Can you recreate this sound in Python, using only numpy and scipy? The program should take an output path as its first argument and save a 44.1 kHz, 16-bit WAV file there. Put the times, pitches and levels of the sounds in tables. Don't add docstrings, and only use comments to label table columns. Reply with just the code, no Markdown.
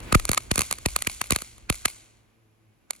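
import sys
import numpy as np
from scipy import signal
from scipy.fft import rfft, irfft, next_fast_len
from scipy.io import wavfile
from scipy.ndimage import uniform_filter1d

SR = 44100
rng = np.random.default_rng(int(sys.argv[2]) if len(sys.argv) > 2 else 0)


def transcribe(signal):
    frames = np.atleast_2d(signal).T
    limited = np.clip(frames, -1, 1)
    pcm = np.round(limited * 32767).astype(np.int16)
    wavfile.write(sys.argv[1], SR, pcm)


N = 132300

# start in seconds, crack peak in dB,
# splutter in dB, knock in dB, thump in dB, yard ring in dB, slaps in dB.
POPS = [(0.0039, -23.5, -46, -57, -52, -39, -55.5), (0.1259, -12, -15, -13.5, -15.5, -30, -49.5),
        (0.1484, -15, -17.5, -5, -60, -43, -48.5), (0.1498, -12, -13.5, -9, -40, -47, -48.5),
        (0.1516, -16, -18, -16.5, -8, -43.5, -50), (0.198, -12.5, -25, -42.5, -39, -41, -49.5),
        (0.2533, -3, -35.5, -39.5, -53, -34.5, -49), (0.2815, -26, -37.5, -51, -56, -45, -51),
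        (0.2928, 0, -23, -24, -16.5, -39.5, -46.5), (0.3164, 2, -29.5, -38, -27.5, -41.5, -58),
        (0.3331, -4.5, -26, -31, -43, -50, -49.5), (0.3409, -20, -33, -38.5, -41.0, -60.5, -62.5),
        (0.3467, -6, -33, -41, -75, -44, -50.5), (0.3767, -7, -13.5, -33, -32.5, -41, -54),
        (0.3799, -14, -31.5, -32.5, -38.5, -50, -47.5), (0.514, -9, -15.5, -17.5, -16.5, -28, -45),
        (0.5152, -11.5, -23, -22.5, -66, -71, -48), (0.5581, -2, -26, -36.5, -31.5, -30, -37.5),
        (0.5796, 0, -18.5, -27.5, -20, -34, -39), (0.5929, 2.5, -29.5, -26, -23.0, -31.5, -44),
        (0.6084, -1, -21.5, -37, -32, -42, -39.5), (0.6181, -1, -21, -33, -30, -38.5, -46.5),
        (0.712, -3.5, -23.5, -43, -33.5, -44, -44), (0.727, -1, -29.0, -37.5, -35.5, -56.5, -56),
        (0.7858, -22, -35.5, -46, -38, -39, -59), (0.8602, -1.5, -14, -27.5, -16.5, -29, -38.5),
        (0.9631, 3.5, -17.5, -30, -32.5, -35.0, -40), (1.0225, -4, -25.5, -38, -43, -41, -43.5),
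        (1.072, -1.5, -17, -29.5, -23.5, -27.5, -36.5), (1.215, -2.5, -18, -33, -29.5, -35.0, -40),
        (1.3075, 3, -19.5, -23.5, -22.5, -32, -33.5), (1.322, -6, -13.5, -18.5, -17, -41, -41.5),
        (1.3618, 0, -23, -32, -26.5, -34.5, -39), (1.4206, -12, -36, -32, -34.5, -40.5, -51),
        (1.5817, -31.5, -50.5, -55, -43, -59, -75), (1.7, -1, -14, -22.5, -16.5, -29.5, -34.5),
        (1.854, -3, -26.5, -39, -30.5, -34, -40), (1.8569, 2, -13.5, -27.5, -25, -38, -37),
        (2.9078, -2.5, -32.0, -59.5, -46, -45.5, -49)]


def amp(db):
    return 10 ** (np.asarray(db, float) / 20)


def evened(x):
    return x / np.sqrt(np.mean(x ** 2) + 1e-20)


def read(points, at, axis=1):
    return np.interp(at, [p[0] for p in points], [p[axis] for p in points])


def read_log(points, hz, axis=1):
    return np.interp(np.log(hz + 1), np.log([p[0] + 1 for p in points]), [p[axis] for p in points])


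def coloured(x, tone):
    hz = np.fft.rfftfreq(len(x), 1 / SR)
    return irfft(rfft(x) * amp(read_log(tone, hz)), len(x))


def coloured_noise(tone):
    return evened(coloured(rng.standard_normal(N), tone))


def pair(shared, make):
    shared = np.clip(shared, 0, 1)
    left = make()
    right = shared * left + np.sqrt(1 - shared ** 2) * make()
    return np.array([left, right])


def narrow(hz, width_hz):
    pole = np.exp(-np.pi * width_hz / SR)
    noise = rng.standard_normal(N + SR) + 1j * rng.standard_normal(N + SR)
    slow = signal.lfilter([1], np.convolve([1, -pole], [1, -pole]), noise)
    carrier = np.exp(2j * np.pi * hz * np.arange(N) / SR)
    return evened((slow[SR:] * carrier).real)


def clicks(axis):
    out = np.zeros(N)
    for row in POPS:
        out[round(row[0] * SR)] += amp(row[axis])
    return out


def air():
    # frequency in Hz, relative level in dB.
    air_tone = [(18, -44), (30, -14.5), (113, -12.5), (969, -27), (2870, -40), (7270, -36), (8530, -44.5),
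                (10800, -32.5), (17000, -57.5)]
    return amp(-69.5) * pair(0.2, lambda: coloured_noise(air_tone))


def hum():
    # time in seconds, level in dB.
    hum_fade = [(0, -48), (.6, -61), (1.7, -62.5), (2.2, -67.5), (2.72, -67.5), (2.82, -82.5), (3, -83)]
    # multiple of the pitch, relative level in dB.
    hum_orders = [(1, 0), (2, -11), (3, -10), (4, -16)]
    pitch_hz, wander_hz, waver_db = 108.7, 2.5, 2.5
    turns = np.cumsum(pitch_hz + wander_hz * narrow(2.6, 12)) / SR
    tone = np.zeros(N)
    for order, db in hum_orders:
        tone += amp(db + waver_db * narrow(4, 6)) * np.sin(2 * np.pi * order * turns)
    return np.sqrt(2) * tone * amp(read(hum_fade, np.arange(N) / SR))


def flame():
    # time in seconds, rumble in dB, roar in dB, hiss in dB.
    burn = [(0, -48.5, -50, -49.5), (.11, -43, -45.5, -43.5), (.22, -41, -55.5, -55),
            (.34, -52, -53.5, -57), (.96, -45, -62, -58.5), (1.13, -53, -59.5, -65),
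            (1.36, -53.5, -65, -57), (1.5, -57, -65, -64), (1.84, -50.5, -64, -62), (1.93, -65, -65.5, -62),
            (2.15, -66, -68, -68), (2.49, -83, -74, -73), (3, -80.5, -66.5, -72.5)]
    # frequency in Hz, relative density in dB per Hz.
    roar_tone = [(60, -9), (150, -2.4), (350, -4), (700, -22.5), (3000, -45.5)]
    # frequency in Hz, relative density in dB per Hz.
    hiss_tone = [(200, -19), (550, -1), (1200, -4.5), (2500, -5), (6000, -22), (16000, -27.5)]
    t = np.arange(N) / SR
    rumble = pair(0.8, lambda: narrow(50, 45))
    rumble = rumble * amp(-1.2 * narrow(7.7, 4.3))
    roar = pair(0.6, lambda: coloured_noise(roar_tone))
    hiss = pair(0.4, lambda: coloured_noise(hiss_tone))
    rumble = rumble * amp(read(burn, t, axis=1))
    return rumble, roar * amp(read(burn, t, axis=2)) + hiss * amp(read(burn, t, axis=3))


def ring():
    # frequency in Hz, time to fall by 60 dB in seconds.
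    decay_times = [(150, .3), (500, 0.17), (1500, .75), (4000, 0.77), (9000, 0.61), (15000, .5)]
    # frequency in Hz, relative level in dB.
    ring_tone = [(100, -3), (400, -10), (1000, -9), (1600, -0.5), (2300, -6), (3300, 0), (4500, -4),
                 (5800, 0), (7500, -2.5), (11000, -7), (13000, -5.5), (16000, 0)]
    start_s, rise_s, grain_db = .012, .014, 3
    size = SR + SR // 2
    grain = amp(grain_db * evened(uniform_filter1d(rng.standard_normal(size), 60)))
    hz, t, bands = signal.stft(evened(rng.standard_normal(size) * grain), SR, nperseg=256)
    fall_db = 60 * t / read_log(decay_times, hz)[:, None]
    bands = bands * amp(read_log(ring_tone, hz)[:, None] - fall_db)
    tail = signal.istft(bands, SR, nperseg=256)[1]
    late = np.maximum(np.arange(len(tail)) / SR - start_s, 0)
    return tail * (1 - np.exp(-late / rise_s))


def slaps():
    # delay in seconds, relative level in dB, spread (decay) in seconds,
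    # treble tilt above 2 kHz in dB per octave.
    returns = [(0.015, -6.5, .001, -7.2), (0.0258, 6, 0.0012, -4), (0.032, -9, 0.0017, -0.6),
               (.042, -3, 0.00091, 2.5), (.0449, 3, .0006, -2.06), (0.0553, 12, 0.00016, 3.5)]
    size = 4096
    t, out = np.arange(size) / SR, np.zeros(size)
    for delay, db, spread, tilt_db in returns:
        tone = [(500, -tilt_db - 7.0), (2000, -tilt_db), (16000, 2 * tilt_db)]
        burst = evened(coloured(rng.standard_normal(size), tone))
        fall = np.exp(-np.maximum(t - delay, 0) / spread)
        out += amp(db) * burst * (t > delay) * fall
    return out


def yard():
    late, near, out = clicks(axis=5), clicks(axis=6), np.zeros((2, N))
    turn = np.cumsum(late > 0) % 3
    for tail in range(3):
        chosen = turn == tail
        out += signal.fftconvolve((late * chosen)[None], pair(0.86, ring), axes=1)[:, :N]
        out += amp(10.5) * signal.fftconvolve(near * chosen, slaps())[:N]
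    return out


def knocks():
    knock_hz, smear_s, decay_s = 1270, 0.0019, 0.0012
    t = np.arange(-600, 600) / SR
    envelope = np.exp(np.where(t < 0, t / smear_s, -t / decay_s))
    wave = envelope * np.cos(2 * np.pi * knock_hz * t)
    return signal.oaconvolve(clicks(axis=3), wave)[600:600 + N]


def thumps():
    turns, first_s, soft_s = .94, .004, 0.0018
    decay_s, longer_per_db, ref_db = 0.011, 0.0552, -18
    size = 4000
    t, out = np.arange(1, size + 1) / SR, np.zeros(N + size)
    wave = np.cos(2 * np.pi * turns * np.log(t / first_s)) * (1 - np.exp(-(t / soft_s) ** 2))
    for row in POPS:
        start, db = round(row[0] * SR), row[4]
        decay = decay_s * np.exp(longer_per_db * (db - ref_db))
        out[start:start + size] += amp(db + 3.0) * wave * np.exp(-t / decay)
    return out[:N]


def cracks():
    # frequency in Hz, relative level in dB.
    splutter_tone = [(200, -1), (600, -4.5), (850, -2), (1270, 8), (1450, -10), (1630, 7.5), (1850, 8),
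                     (2150, -2), (2550, 4), (3200, 1.5), (4500, -2.5), (8000, -7.5), (16000, -5.5)]
    decay_s, smear_s, smear_db, smear_top_hz = .0017, .0022, -5, 8000
    bounce_s, bounce_db = .00038, -13
    t = np.arange(700) / SR
    size = clicks(axis=2)
    after = signal.oaconvolve(size, np.exp(-t / decay_s))[:N]
    before = signal.oaconvolve(size[::-1], np.exp(-t / smear_s))[:N][::-1] * amp(smear_db)
    dull = signal.butter(6, smear_top_hz, fs=SR, output="sos")

    def splutter():
        burst = after * rng.standard_normal(N)
        smear = signal.sosfilt(dull, before * rng.standard_normal(N))
        return coloured(burst + smear, splutter_tone)

    grit = pair(0.67, splutter)
    click = clicks(axis=1)
    bounce = -amp(bounce_db) * np.roll(click, round(bounce_s * SR))
    return amp(8.5) * (click + bounce) + amp(11.5) * grit


def ports(left, right, flat=False):
    # frequency in Hz, left in dB, right in dB.
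    port_tone = [(100, -13.5, -28), (278, -25.5, -19.5), (556, -5, -7), (1300, -5.5, -5.5),
                 (1620, -10.5, -8.5), (2213, 3.5, -6), (2410, -6, 0.5), (2910, -7, -9), (3600, -5.5, -12.5),
                 (4466, -1.5, 0.5), (4980, -7, -13), (6370, -3.5, -3.5), (7020, -11.5, 4.5),
                 (7260, 3.96, 3), (8980, 1.5, 2), (10750, 0.5, 0.5), (12300, -14.5, -20.5),
                 (14400, -2, 0.5), (16000, -33, -31)]
    # frequency in Hz, lead of the left port in radians.
    left_lead = [(0, 3.5), (50, -0.83), (150, -1.44), (350, -1.1), (620, -0.87), (950, -1.37), (1400, 2.6),
                 (1550, -1), (2200, -6.5), (3600, -5), (5000, -5), (5700, -5), (6800, -4.5), (15500, 4),
                 (22050, 7.5)]
    size = next_fast_len(N + 4096)
    hz = np.fft.rfftfreq(size, 1 / SR)
    gain_db = [read_log(port_tone, hz, axis=1), read_log(port_tone, hz, axis=2)]
    log_gain = np.log(amp(gain_db)) * (not flat)
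    mirrored = np.r_[log_gain[0], log_gain[0, -2:0:-1]]
    phase = -signal.hilbert(mirrored).imag[:len(hz)]
    phase = np.array([phase, phase - read(left_lead, hz)])
    return irfft(rfft(np.array([left, right]), size) * np.exp(log_gain + 1j * phase), size)[:, :N]


def scene():
    rumble, roar = flame()
    bright = ports(*(cracks() + yard()))
    uncoloured = ports(*(thumps() + knocks() + roar + air()), flat=True)
    return bright + uncoloured + rumble + hum()


def record(dry):
    bass_cut_hz, ceiling, edge_hz = 24, .93, 17100
    thin = signal.sosfilt(signal.butter(2, bass_cut_hz, "high", fs=SR, output="sos"), dry)
    soft = ceiling * np.tanh(thin / ceiling)
    band = signal.firwin(511, edge_hz, window=("kaiser", 9), fs=SR)
    return signal.oaconvolve(soft, band[None], "same")


dry = scene()
out = record(dry)
transcribe(out)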